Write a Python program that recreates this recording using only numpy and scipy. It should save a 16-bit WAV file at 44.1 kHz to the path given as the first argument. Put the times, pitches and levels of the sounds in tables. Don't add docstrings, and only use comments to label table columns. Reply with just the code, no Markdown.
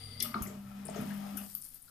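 import sys
import numpy as np
from scipy import signal
from scipy.fft import rfft, irfft
from scipy.io import wavfile
from scipy.ndimage import uniform_filter1d

SR = 44100
rng = np.random.default_rng(int(sys.argv[2]) if len(sys.argv) > 2 else 0)


def attenuation_scalar(level_db):
    decades = np.asarray(level_db, float) / 20
    return 10 ** decades


def bounce(signal):
    frames = np.transpose(np.atleast_2d(signal))
    limited = np.clip(frames, -1, 1)
    pcm = np.round(limited * 32767).astype(np.int16)
    wavfile.write(sys.argv[1], SR, pcm)


N = 83790
T = np.arange(N) / SR


def unit(x):
    return x / np.sqrt(np.mean(x ** 2))


def colour(x, points):
    p = np.array(points)
    f = np.fft.rfftfreq(N, 1 / SR)
    gain_db = np.interp(np.log(f + 1), np.log(p[:, 0]), p[:, 1])
    return irfft(rfft(x) * attenuation_scalar(gain_db), N)


def band(x, hz, width):
    return signal.lfilter(*signal.iirpeak(min(hz, .45 * SR), hz / width, SR), x)


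def walk(rate):
    k = int(SR / rate)
    steps = np.repeat(rng.standard_normal(N // k + 1), k)
    smooth = uniform_filter1d(uniform_filter1d(steps, k), k)
    return unit(smooth[:N])


def curve(table, axis=1):
    points = np.array(table)
    return np.interp(T, points[:, 0], points[:, axis])


def grains(share, spread_db):
    size = np.minimum(rng.exponential(size=N), 3)
    return (rng.random(N) < share) * rng.standard_normal(N) * attenuation_scalar(spread_db * size)


def narrow(table, flicker_db):
    total = 0
    for hz, width, db in table:
        level = attenuation_scalar(db + flicker_db * walk(38.05))
        noise = rng.standard_normal(N)
        total = total + level * unit(band(band(noise, hz, width * 1.5), hz, width * 1.5))
    return total


def strike(start, db, hz, rattle, ring_db, modes, octaves):
    t = np.arange(SR // 4) / SR
    push = rng.standard_normal(len(t)) * np.exp(-t / rattle) * np.minimum(t / (0.37 * rattle), 1)
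    width = hz * octaves + 90
    for _ in range(3):
        push = band(push, hz, width)
    detune = 1 + 0.0066 * rng.standard_normal((len(modes), 3))
    ring = 0
    for (f, t60), shifts in zip(modes, detune):
        for shift in shifts:
            ring = ring + band(push, f * shift, 4.7 / t60) * np.sqrt(t60)
    y = push / np.abs(push).max() + attenuation_scalar(ring_db) * ring / np.abs(ring).max()
    out = np.zeros(N + len(t))
    i = int(start * SR)
    out[i:i + len(t)] = y * attenuation_scalar(db) / np.abs(y).max()
    return out[:N]


def workshop():
    # (f/Hz, level/dB per Hz)
    room = [(25, 7.5), (40, -6), (70, -6), (235, -14), (620, -37), (1300, -22), (2500, -31), (12000, -26)]
    # (f/Hz, width/Hz, level/dB)
    hiss = [(11500, 3700, -65), (5000, 7300, -69.5)]
    room_db = -64
    shared = rng.standard_normal(N)
    own = [colour(rng.standard_normal(N), [(150, -7), (900, -27), (14000, -6.0)]) for _ in range(2)]
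    drift_db = 1.2 * walk(6)
    air = unit(np.array([colour(shared + s, room) for s in own]))
    return attenuation_scalar(room_db + drift_db) * air + np.array([narrow(hiss, 0.51), narrow(hiss, 0.57)])


def reverb(x, t60, db):
    t = np.arange(SR // 2) / SR
    tails = rng.standard_normal((2, len(t))) * np.exp(-np.log(1000) * t / t60) * (t > .003)
    tails /= np.sqrt(np.sum(tails ** 2, axis=1, keepdims=True))
    return attenuation_scalar(db) * np.array([signal.fftconvolve(x, h)[:N] for h in tails])


def film():
    # (t/s, level/dB)
    crinkle_level = [(.95, -62), (1.03, -58.5), (1.35, -64.5), (1.42, -51.5), (1.53, -55), (1.58, -56.5),
                     (1.61, -58.5), (1.64, -51.5), (1.68, -59.5), (1.77, -58.5), (1.79, -69), (1.9, -63.5)]
    # (f/Hz, level/dB per Hz)
    foil = [(3000, -20.5), (5000, -12.5), (6600, -16), (8500, -8), (11500, -5), (13500, -9), (14500, -7.5)]
    crinkle = unit(colour(grains(0.074, 1.3), foil)) * attenuation_scalar(2.35 * walk(58.27))
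    fade_in = np.clip((T - .95) / 0.011, 0, 1)
    return crinkle * attenuation_scalar(curve(crinkle_level)) * fade_in


def latches():
    # (t/s, peak level/dB, centre f/Hz, rattle/s)
    clicks = [(.193, -44.5, 2140, 0.042), (0.202, -25, 5160, 0.0028), (0.2003, -32, 9900, 0.0041),
              (.2065, -29, 3670, 0.0015), (.219, -38, 13000, 0.0064), (0.2238, -24, 12200, 0.0018),
              (0.2284, -28, 12000, 0.0014), (.2335, -32, 12100, .002), (.248, -53, 13000, 0.0023),
              (0.2241, -32, 5400, 0.0031), (.2255, -41, 3440, 0.0056), (.236, -47, 3020, 0.031),
              (0.2255, -26.5, 9240, 0.0038), (.239, -57, 4800, 0.0027), (0.421, -48.5, 2550, .012),
              (0.4193, -32.5, 11500, 0.011), (0.42, -42, 6640, 0.0065), (0.468, -44, 7150, 0.012),
              (0.8514, -38, 9500, 0.0062), (0.867, -39, 9000, 0.0026), (.881, -48, 5000, 0.0031),
              (0.8979, -41.5, 7755, 0.0027), (0.955, -48, 6400, 0.016), (1.0093, -48, 11000, 0.01),
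              (1.368, -33, 11500, 0.012), (1.371, -47, 2832, 0.018), (1.371, -45.5, 5840, 0.0058),
              (1.55, -26, 12600, 0.002), (1.55, -48, 5200, 0.0022), (1.551, -51.5, 3420, 0.0013),
              (1.542, -40, 11000, 0.00067), (1.616, -40, 9400, .002), (1.6216, -39, 10600, 0.0022),
              (1.6215, -49, 5200, 0.0025), (1.635, -41, 11000, 0.0032), (1.642, -39, 9300, 0.0037),
              (1.642, -55, 4880, 0.0023), (1.6497, -37, 11500, 0.0018), (1.687, -44, 11000, .002),
              (1.704, -47, 12000, 0.0018), (1.7427, -41.5, 12550, 0.0069), (1.818, -46, 10520, 0.0049),
              (1.8248, -44, 10700, 0.0021), (1.877, -60, 4260, 0.01)]
    # (f/Hz, time to fade 60 dB/s)
    plates = [(2100, 0.065), (2891, 0.036), (3500, 0.077), (4700, 0.051), (5270, 0.043), (5884, 0.079),
              (7725, 0.025), (9085, 0.033), (10300, 0.063), (11400, 0.085), (12410, 0.09), (12740, 0.032),
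              (14150, 0.45)]
    film_from_s = 1.5
    total = 0
    for click in clicks:
        ring_db = -8 if click[0] < film_from_s else -24
        total = total + strike(*click, ring_db, plates, 0.34)
    return total


def frame_thuds():
    # (t/s, peak level/dB, centre f/Hz, rattle/s)
    thuds = [(.254, -38.5, 1260, 0.0033), (.3402, -35.5, 2350, 0.0033), (.341, -23, 1270, 0.0038),
             (0.42, -41, 1290, 0.0017), (0.357, -31, 1160, 0.0061), (0.46, -41, 2020, 0.0033),
             (.342, -34.5, 940, 0.0046), (0.41, -41, 1110, .008), (.34, -40.5, 337, 0.046),
             (.45, -46.5, 380, 0.068), (.21, -48, 320, 0.018), (0.342, -37, 191, 0.0081),
             (.345, -40.5, 666, 0.01), (.341, -39, 4200, 0.0084), (.405, -34.5, 55, 0.0045),
             (.885, -32, 680, 0.0024), (.84, -49, 396, 0.07), (1, -33, 183, 0.039),
             (0.956, -37.5, 440, 0.019), (.957, -35, 710, 0.011), (1.1, -42.5, 1760, 0.014),
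             (0.984, -31.5, 167.6, 0.019), (1.372, -41, 1404, 0.0064), (1.33, -42.5, 237, 0.04),
             (1.04, -40.5, 230, 0.038), (1.549, -52, 1230, 0.00068), (1.876, -56, 1380, 0.012)]
    # (f/Hz, time to fade 60 dB/s)
    body = [(160, 0.15), (210, 0.16), (250, 0.21), (330, 0.03), (409, 0.12), (460, 0.045), (614, 0.028),
            (720, 0.022), (1175, 0.059), (1240, 0.11), (1295, 0.07), (1400, 0.052), (1490, 0.03),
            (2190, 0.03)]
    return sum(strike(*thud, 0.5, body, 0.3) for thud in thuds)


def tray_motor():
    # (f/Hz, width/Hz, level/dB)
    whine = [(2043, 91, -63), (3390, 1160, -57), (4650, 120, -54.5), (9360, 680, -55)]
    # (f/Hz, width/Hz, level/dB)
    tray_hum = [(57.5, 8, -64), (233, 13, -72), (305, 24, -71), (463, 69, -68)]
    stop_s, coast_s, whine_end_s = .2, .015, .335
    coast_db = -5.5
    run = np.exp(-np.maximum(T - stop_s, 0) / coast_s)
    linger = np.clip((whine_end_s - T) / .015, 0, 1) * attenuation_scalar(coast_db * (1 - run))
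    mains = attenuation_scalar(-50) * np.sin(2 * np.pi * 100.5 * T)
    flutter_db = 3 * walk(90)
    pitch_hz = 4716 + 60 * walk(90)
    tone = attenuation_scalar(-53.5 + flutter_db) * np.sin(2 * np.pi * np.cumsum(pitch_hz) / SR)
    return (tone + narrow(whine, 2.5)) * linger + (mains + narrow(tray_hum, 0.34)) * run


def press_motor():
    # (t/s, f/Hz, level/dB)
    hum_path = [(.2, 232, -52), (.274, 230, -50), (.31, 228.4, -44), (.332, 221, -69), (.358, 215, -42),
                (.376, 210.1, -36.5), (.402, 209, -49), (.416, 215, -41.5), (.444, 200, -60),
                (.46, 198.2, -43.5), (.62, 199.9, -45), (.88, 199.6, -45), (.93, 200.7, -42),
                (1.04, 200.3, -50), (1.09, 201.6, -36.5), (1.2, 201, -39), (1.43, 200.7, -42.5),
                (1.5, 199, -62)]
    # (t/s, f/Hz, level/dB)
    shaft_path = [(.44, 140, -60), (.5, 135.3, -59.5), (.84, 135, -60), (.9, 160.8, -55),
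                  (1.03, 160.7, -47.5), (1.1, 153, -50.5), (1.25, 154.5, -53), (1.33, 151.8, -57),
                  (1.42, 162.3, -70), (1.5, 160.2, -67.5), (1.9, 158, -78.5)]
    # (t/s, level/dB)
    gears = [(0, -65), (.2, -65.5), (.26, -54), (.33, -60.5), (.36, -54.5), (.55, -58), (.62, -63.5),
             (.84, -59), (.9, -54), (1.0, -51), (1.1, -55), (1.42, -56), (1.5, -76), (1.6, -79.5),
             (1.9, -78.5)]
    # (f/Hz, width/Hz, level/dB)
    gearbox = [(622.4, 29, -4), (755, 37, -1), (1217, 54, -4), (1291, 39, -5.5), (1795, 147, -8.5),
               (2456, 81, -11), (3020, 140, -14), (5200, 420, -10)]
    # (f/Hz, level/dB per Hz)
    gear_bed = [(45, -35), (200, 4.5), (380, -14), (750, -8.5), (1000, -7), (1250, -12), (2800, -13.5),
                (13000, -28.5)]
    # (f/Hz, width/Hz, level/dB)
    frame = [(57, 17, -64.5), (103, 8.6, -59), (243, 29, -59.5), (83, 7.6, -65)]

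    hum_level = np.sqrt(2) * attenuation_scalar(curve(hum_path, axis=2) + 1.2 * walk(45))
    hum = hum_level * np.sin(2 * np.pi * np.cumsum(curve(hum_path)) / SR)
    hum = hum * (T > .2) * (T < 1.6)

    shaft_level = np.sqrt(2) * attenuation_scalar(curve(shaft_path, axis=2) + 3.5 * walk(29.6))
    shaft_hz = curve(shaft_path) + 2.87 * walk(24.76)
    shaft = shaft_level * np.sin(2 * np.pi * np.cumsum(shaft_hz) / SR)

    teeth = grains(0.11, 8.1)
    box = 0
    for hz, width, db in gearbox:
        ringing = unit(band(band(teeth, hz, 2.18 * width), hz, 3 * width))
        box = box + attenuation_scalar(db) * ringing * attenuation_scalar(2.75 * walk(14.1))
    bed = colour(rng.standard_normal(N), gear_bed) * attenuation_scalar(1.0 * walk(40))
    effort_db = curve(gears)
    grinding = attenuation_scalar(effort_db) * (attenuation_scalar(2.5) * unit(box) + attenuation_scalar(3.5) * unit(bed))

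    frame_db = 0.61 * (effort_db + 53.0) - 3 * (T - 0.8251)
    return hum + shaft + grinding + attenuation_scalar(frame_db) * narrow(frame, 2.2)


def scene():
    # (f/Hz, level/dB)
    shade = [(60, 0), (300, -4.5), (600, 0.5), (1250, -2.5), (3000, -14), (8000, -7.5), (12000, -9),
             (14000, -5)]
    # (f/Hz, width/Hz, level/dB)
    port = [(13200, 250, 3), (14200, 200, 7)]
    lag = 26
    near = attenuation_scalar(6.0) * latches() + attenuation_scalar(1.5) * frame_thuds() + attenuation_scalar(6.5) * film()
    near = near + tray_motor() + press_motor()
    to_room = colour(near, [(60, -10.0), (200, -7.5), (500, -1.5), (5000, -0.5), (14000, 0.5)])
    wet = reverb(to_room, 0.28, -4.5)
    air = workshop()

    left = near + wet[0] + air[0]
    left = left + sum(attenuation_scalar(db) * band(left, hz, width) for hz, width, db in port)

    bass = colour(near, [(300, 4.5), (600, -7.5)])
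    late_top = np.roll(near - bass, lag)
    right = colour(bass + late_top, shade) + colour(wet[1], [(500, 1.5), (14000, -8.5)])
    return np.array([left, right + attenuation_scalar(-5.0) * air[1]])


def top_cut(x):
    return signal.sosfilt(signal.butter(12, 14830, fs=SR, output="sos"), x)


def record(dry):
    top_hz = 14380
    low_pass = signal.ellip(10, .2, 75, top_hz, fs=SR, output="sos")
    mix = signal.sosfilt(low_pass, dry)
    return top_cut(mix)


dry = scene()
out = record(dry)
bounce(out)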